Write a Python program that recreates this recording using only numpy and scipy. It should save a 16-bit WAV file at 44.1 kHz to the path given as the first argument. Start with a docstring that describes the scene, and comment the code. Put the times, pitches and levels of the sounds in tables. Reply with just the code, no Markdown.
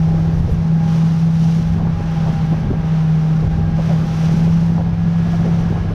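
"""On board a small motorboat cruising over a choppy sea.
Engine: sines locked to one crank angle, a drone at the firing rate over the propeller's beat and a gear
whine; it slows as the hull climbs each wave.
Wind: shaped noise thumps, rumbles and flutters on the microphone in gusts and single buffets.
Water: noise rushes in bow-wave surges with droplet spray, over a steady wake; a limiter ducks the peaks."""
import sys
import numpy as np
from scipy import signal
from scipy.fft import rfft, irfft, next_fast_len
from scipy.io import wavfile
from scipy.ndimage import uniform_filter1d

SR = 44100
rng = np.random.default_rng(int(sys.argv[2]) if len(sys.argv) > 2 else 0)


def unload_audio(sound):
    """Save the sound as a 16-bit wav file, at the path given as the first command line argument."""
    columns = np.transpose(np.atleast_2d(sound))
    # keep every value between -1 and 1, then stretch to whole-number steps
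    steps = np.round(np.clip(columns, -1, 1) * 32767)
    wavfile.write(sys.argv[1], SR, steps.astype(np.int16))


N = 261946
TIME_S = np.arange(N) / SR


def amp(level_db):
    """Decibels to amplitude gain."""
    return 10 ** (np.asarray(level_db) / 20)


def evened(x):
    """Scales to rms 1."""
    return x / np.sqrt(np.mean(x ** 2) + 1e-20)


def curves(table):
    """Interpolates each column of a table over time; the first column is t/s."""
    t_s, *columns = np.transpose(table)
    return [np.interp(TIME_S, t_s, column) for column in columns]


def noise():
    """White Gaussian noise."""
    return rng.standard_normal(N)


def wander(cutoff_hz):
    """Smooth random curve of rms 1: noise on a coarse time grid, rolled off above the cutoff."""
    step = 64  # samples per grid point
    size = N // step + 2
    f_hz = np.fft.rfftfreq(size, step / SR)
    rolloff = np.sqrt(1 + (f_hz / cutoff_hz) ** 6)
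    slow = irfft(rfft(rng.standard_normal(size)) / rolloff, size)
    return evened(np.interp(np.arange(N) / step, np.arange(size), slow))


def coloured(x, spectrum):
    """Filters x by a (f/Hz, level/dB) spectrum, interpolated over log f; rms 1."""
    table_hz, table_db = np.transpose(spectrum)
    size = next_fast_len(N)
    f_hz = np.fft.rfftfreq(size, 1 / SR)
    gain = amp(np.interp(np.log(f_hz + 1), np.log(table_hz), table_db))
    return evened(irfft(rfft(x, size) * gain, size)[:N])


def steadied(x, span_s=0.07):
    """Divides a noise by its running rms, so its chance swells do not add to the set level."""
    power = uniform_filter1d(x ** 2, size=int(span_s * SR))
    return x / np.sqrt(abs(power) + 1e-3)


def swell(crest_s, length_s, rise=0.43):
    """Bell in time, length_s between its 1/e points; rise is the share before the crest."""
    side_s = length_s * np.where(TIME_S < crest_s, rise, 1 - rise)
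    return np.exp(-((TIME_S - crest_s) / side_s) ** 2)


# engine speed: t/s, firing rate f/Hz
FIRING_RATE = [(0, 161), (.45, 163), (.8, 162.6), (1.9, 164.4), (2.35, 159.6), (2.8, 160.8), (3.22, 157.4),
               (3.73, 162.3), (4.2, 160.7), (4.48, 165.4), (5, 167.7), (5.94, 166)]
# gear whine: t/s, mesh level/dB, octave level/dB
GEAR_WHINE = [(0, -37, -56), (.55, -46, -55), (.85, -36, -48.5), (1.08, -43, -66), (1.7, -41, -51.5),
              (2.28, -35, -59), (2.7, -43, -46), (3.05, -40.5, -60), (3.72, -38, -46.5), (4.03, -39, -59),
              (4.65, -40.5, -53.5), (5.2, -50, -44.5), (5.55, -44.5, -48.5), (5.94, -50, -44)]
# weak engine orders: multiple of the firing rate, level/dB
ENGINE_ORDERS = [(0.498, -37.5), (1.251, -38.5), (1.75, -51.5), (2, -48.5), (2.5, -46.5), (3, -51),
                 (3.5, -51)]
CRUISE_HZ = 162  # firing rate at which the line levels below hold, between gusts
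DRONE_DB, PROP_DB, SIDEBAND_DB = -11, -28, -51
PROP_DB_PER_HZ, SIDEBAND_DB_PER_HZ = 0.85, 1.5  # growth per Hz of firing rate
PROP_GUST_SHARE = 0.5  # share of the eddies' rise in dB that the propeller's beat follows


def engine(dip_db, gust_db, jitter=0.0017, throb=0.052, waver_db=1.0, rattle=0.41):
    """Every line is locked to the crankshaft; uneven firing makes the weak ones rough."""
    firing_hz, = curves(FIRING_RATE)
    mesh_db, octave_db = curves(GEAR_WHINE)
    faster_hz = firing_hz - CRUISE_HZ
    uneven_hz = firing_hz * (1 + jitter * wander(36))
    angle = 2 * np.pi * np.cumsum(uneven_hz) / SR  # one cycle per firing

    drone_gain = amp(DRONE_DB - dip_db + waver_db * wander(11))
    drone = drone_gain * np.sin(angle) * (1 + throb * wander(30))

    # behind the reduction gear, three blades pass in five firings
    prop_db = PROP_DB + PROP_DB_PER_HZ * faster_hz + PROP_GUST_SHARE * gust_db
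    propeller = amp(prop_db) * np.sin(angle * 3 / 5)

    mesh = amp(mesh_db) * np.sin(5 * angle) * (1 + 0.39 * wander(41))
    octave = amp(octave_db) * np.sin(10 * angle) * (1 + 0.24 * wander(16))
    # one crank turn below the mesh
    sideband_db = SIDEBAND_DB + SIDEBAND_DB_PER_HZ * faster_hz
    sideband = amp(sideband_db) * np.sin(4.5 * angle) * (1 + 0.37 * wander(17))

    orders = np.zeros(N)
    for multiple, level_db in ENGINE_ORDERS:
        phase = 2 * np.pi * rng.random()
        orders += amp(level_db) * np.sin(multiple * angle + phase) * (1 + rattle * wander(8.2))
    return drone + propeller + mesh + octave + sideband + orders


# gusts across the microphone: crest t/s, length/s, dip of the drone/dB, rise of the eddies/dB
WIND_GUSTS = [(0.12, 0.37, 0.8, 9), (0.467, 0.3, 7, 14.5), (1.726, 0.27, 3, 9.4), (1.994, 0.21, 8, 7.5),
              (2.324, 0.29, 4.5, 5.5), (2.696, 0.29, 9, 10), (3.577, 0.44, 5, 11), (4.09, 0.17, 6.5, 2),
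              (4.41, 0.58, -0.5, 5.7), (4.893, 0.24, 6, 6.5), (5.491, 0.68, 2, 6.4), (5.888, 0.45, 9.5, 6)]


def gusts():
    """Overlapping gusts add up in dB: how far the drone dips and the eddies rise."""
    dip_db, gust_db = np.zeros(N), np.zeros(N)
    for crest_s, length_s, drone_dip_db, eddy_rise_db in WIND_GUSTS:
        bell = swell(crest_s, length_s)
        dip_db += drone_dip_db * bell
        gust_db += eddy_rise_db * bell
    return dip_db, gust_db


# finer wind noise: t/s, rumble level/dB before rumble_gain_db, flutter level/dB; puffs vary both
TURBULENCE_LEVELS = [(0.0, -44, -31), (0.42, -33, -29.5), (0.65, -31.5, -35), (1.33, -31.5, -40),
                     (1.76, -29.5, -37), (2.09, -37.5, -38.5), (2.3, -27.5, -38), (2.68, -29.5, -35),
                     (2.92, -35, -37.5), (3.2, -37, -38), (3.4, -31, -31.5), (3.9, -27.5, -33.5),
                     (4.14, -32.5, -35.7), (4.32, -29.5, -33), (4.75, -30.5, -36.3), (5.03, -38, -40.5),
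                     (5.47, -31, -32.9), (5.94, -33.5, -30.5)]
# relative spectra: f/Hz, level/dB (per Hz)
EDDY_SPECTRUM = [(8, -23), (22, -4), (50, -2.5), (76, -1.5), (92, -2), (110, -7), (140, -4), (200, -27),
                 (400, -47.5), (900, -79.5)]
RUMBLE_SPECTRUM = [(60, -24), (110, -9), (128, 3), (180, -2), (203, 1.5), (228, -7), (255, -16), (400, -29),
                   (900, -71.5)]
FLUTTER_SPECTRUM = [(100, -0.5), (200, -2.5), (300, 1), (450, -2), (700, -9), (1000, -18), (1600, -23),
                    (3000, -42), (8000, -72)]
EDDY_DB = -31  # between gusts


def wind(gust_db, rumble_gain_db=6.0, lumpy_db=2.0, puffy_db=2.14):
    """Eddies thump the microphone in each gust; finer turbulence rumbles and flutters in quick lumps."""
    rumble_db, flutter_db = curves(TURBULENCE_LEVELS)
    puffs = amp(puffy_db * wander(8))
    eddies = amp(EDDY_DB + gust_db) * steadied(coloured(noise(), EDDY_SPECTRUM))
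    rumble = amp(rumble_db + rumble_gain_db) * steadied(coloured(noise(), RUMBLE_SPECTRUM))
    lumps = amp(lumpy_db * wander(84))
    flutter = amp(flutter_db) * steadied(coloured(noise(), FLUTTER_SPECTRUM) * lumps)
    return eddies + puffs * (rumble + flutter)


# sudden buffets: crest t/s, peak level/dB before gain_db, length/s, centre f/Hz
WIND_BUFFETS = [(0.386, -11.5, 0.11, 76), (0.496, -27.5, 0.039, 500), (0.522, -15, 0.054, 61.5),
                (1.698, -19, 0.047, 60), (1.795, -30.5, 0.057, 750), (1.873, -25, 0.01, 700),
                (2.006, -25, .015, 420), (2.273, -28.5, 0.063, 600), (2.329, -21.5, 0.041, 200),
                (2.524, -14.5, 0.039, 213), (2.535, -23.5, 0.022, 596.5), (2.707, -14, 0.017, 247),
                (2.736, -25.5, 0.025, 470), (3.43, -23, .027, 400), (3.463, -12.5, 0.05, 105),
                (3.79, -26, 0.036, 600), (3.907, -25.5, 0.053, 620), (4.336, -16, 0.028, 205.6),
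                (4.475, -23.5, 0.016, 360), (4.781, -22, 0.005, 750), (4.801, -24, 0.028, 567),
                (5.345, -26.5, 0.035, 550), (5.474, -24.5, 0.058, 480), (5.768, -27, 0.018, 620)]
# relative buffet spectrum: multiple of the centre f, level/dB (per Hz)
BUFFET_SPECTRUM = [(.15, -11), (.5, -2), (1, 2.5), (1.4, -3.5), (2.2, -19.5), (8, -71)]


def buffets(gain_db=1):
    """Single eddies break on the microphone: bursts of uneven pressure swings, slower for a larger eddy."""
    out = np.zeros(N)
    for crest_s, peak_db, length_s, centre_hz in WIND_BUFFETS:
        bell = swell(crest_s, length_s)
        spectrum = [(centre_hz * multiple, level_db) for multiple, level_db in BUFFET_SPECTRUM]
        burst = bell * coloured(noise(), spectrum)
        # energy of a unit sine under the same bell
        unit_gain = np.sqrt(np.sum(bell ** 2) / np.sum(2 * burst ** 2))
        out += amp(peak_db + gain_db) * burst * unit_gain
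    return out


def drops(per_s, spread_db):
    """Random train of droplet impacts of either sign, a few of them large; rms 1."""
    size = amp(spread_db * np.minimum(rng.exponential(1, N), 5))
    sign = np.sign(noise())
    return evened(size * sign * (rng.random(N) < per_s / SR))


# bow-wave surges: crest t/s, length/s, spray level/dB, rush level/dB, before the gains in water()
BOW_SURGES = [(0.022, 2, -51.5, -55.5), (0.967, .34, -45.5, -40.5), (1.2, 0.27, -49, -49.5),
              (1.482, 0.47, -44.5, -46), (2.242, 0.9, -49.5, -40), (2.942, 0.31, -52.5, -41.5),
              (3.26, 0.91, -52, -44), (3.867, .3, -48.5, -39), (4.24, 0.64, -44, -39),
              (4.586, 0.6, -51, -51), (5.35, 0.9, -49.5, -42), (5.68, .6, -60, -45)]
# relative spectra: f/Hz, level/dB (per Hz)
RUSH_SPECTRUM = [(200, -3.5), (500, 2), (850, 1), (1200, -1), (1650, -3.5), (1900, -7.5), (3000, -10),
                 (4500, -20.5), (6000, -20), (7500, -36.5), (12000, -50.5)]
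WAKE_SPECTRUM = [(150, -15), (400, -3.5), (800, -1), (1650, -9), (2000, -11.5), (5000, -23.5),
                 (8000, -50.5)]
SPRAY_SPECTRUM = [(1000, -5.5), (3000, 4.5), (4600, 2), (5900, 4), (6700, -3.5), (7700, -10),
                  (11000, -13.5), (12100, -11.5), (13000, -23.5), (15000, -42)]
SURGE_RISE = 0.41  # share of its length that a surge takes to build
DRIZZLE_DB = -61.5  # spray between surges, before spray_gain_db


def water(rush_gain_db=3.5, spray_gain_db=1.5, wake_db=-39.5, churn_db=0.5, fizz_db=0.82):
    """The bow wave churns over the steady wash of the wake; its spray falls back as dense droplets."""
    spray_power, rush_power = np.full(N, amp(DRIZZLE_DB) ** 2), np.zeros(N)
    for crest_s, length_s, spray_db, rush_db in BOW_SURGES:
        bell = swell(crest_s, length_s, SURGE_RISE)
        spray_power += (amp(spray_db) * bell) ** 2
        rush_power += (amp(rush_db) * bell) ** 2

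    churn = amp(rush_gain_db + churn_db * wander(30))
    rush = np.sqrt(rush_power) * churn * coloured(noise(), RUSH_SPECTRUM)
    wake = amp(wake_db) * coloured(noise(), WAKE_SPECTRUM)
    droplets = coloured(noise() + 0.56 * drops(per_s=5000, spread_db=3.5), SPRAY_SPECTRUM)
    fizz = amp(spray_gain_db + fizz_db * wander(25))
    spray = np.sqrt(spray_power) * fizz * droplets
    return rush + wake + spray


def scene():
    """Engine, wind and water summed at one microphone."""
    dip_db, gust_db = gusts()
    mix = engine(dip_db, gust_db) + wind(gust_db) + buffets() + water()
    return mix[None]  # one channel


def record(dry, ceiling_db=-7, recover_db_per_s=120, lowpass_hz=14700):
    """A fast limiter ducks everything under the strongest peaks; then a lowpass limits the band."""
    over_db = np.maximum(20 * np.log10(abs(dry[0]) + 1e-9) - ceiling_db, 0)
    # hold the highest peak so far, less a linear recovery
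    recovery_db = TIME_S * recover_db_per_s
    duck_db = np.maximum.accumulate(over_db + recovery_db) - recovery_db
    smooth_db = uniform_filter1d(uniform_filter1d(duck_db, size=64), size=64)
    soft_ends = signal.windows.tukey(N, 0.0005)
    lowpass = signal.firwin(511, lowpass_hz, window=("kaiser", 9), fs=SR)
    return signal.oaconvolve(dry * amp(-smooth_db) * soft_ends, lowpass[None], "same")


dry = scene()
out = record(dry)
unload_audio(out)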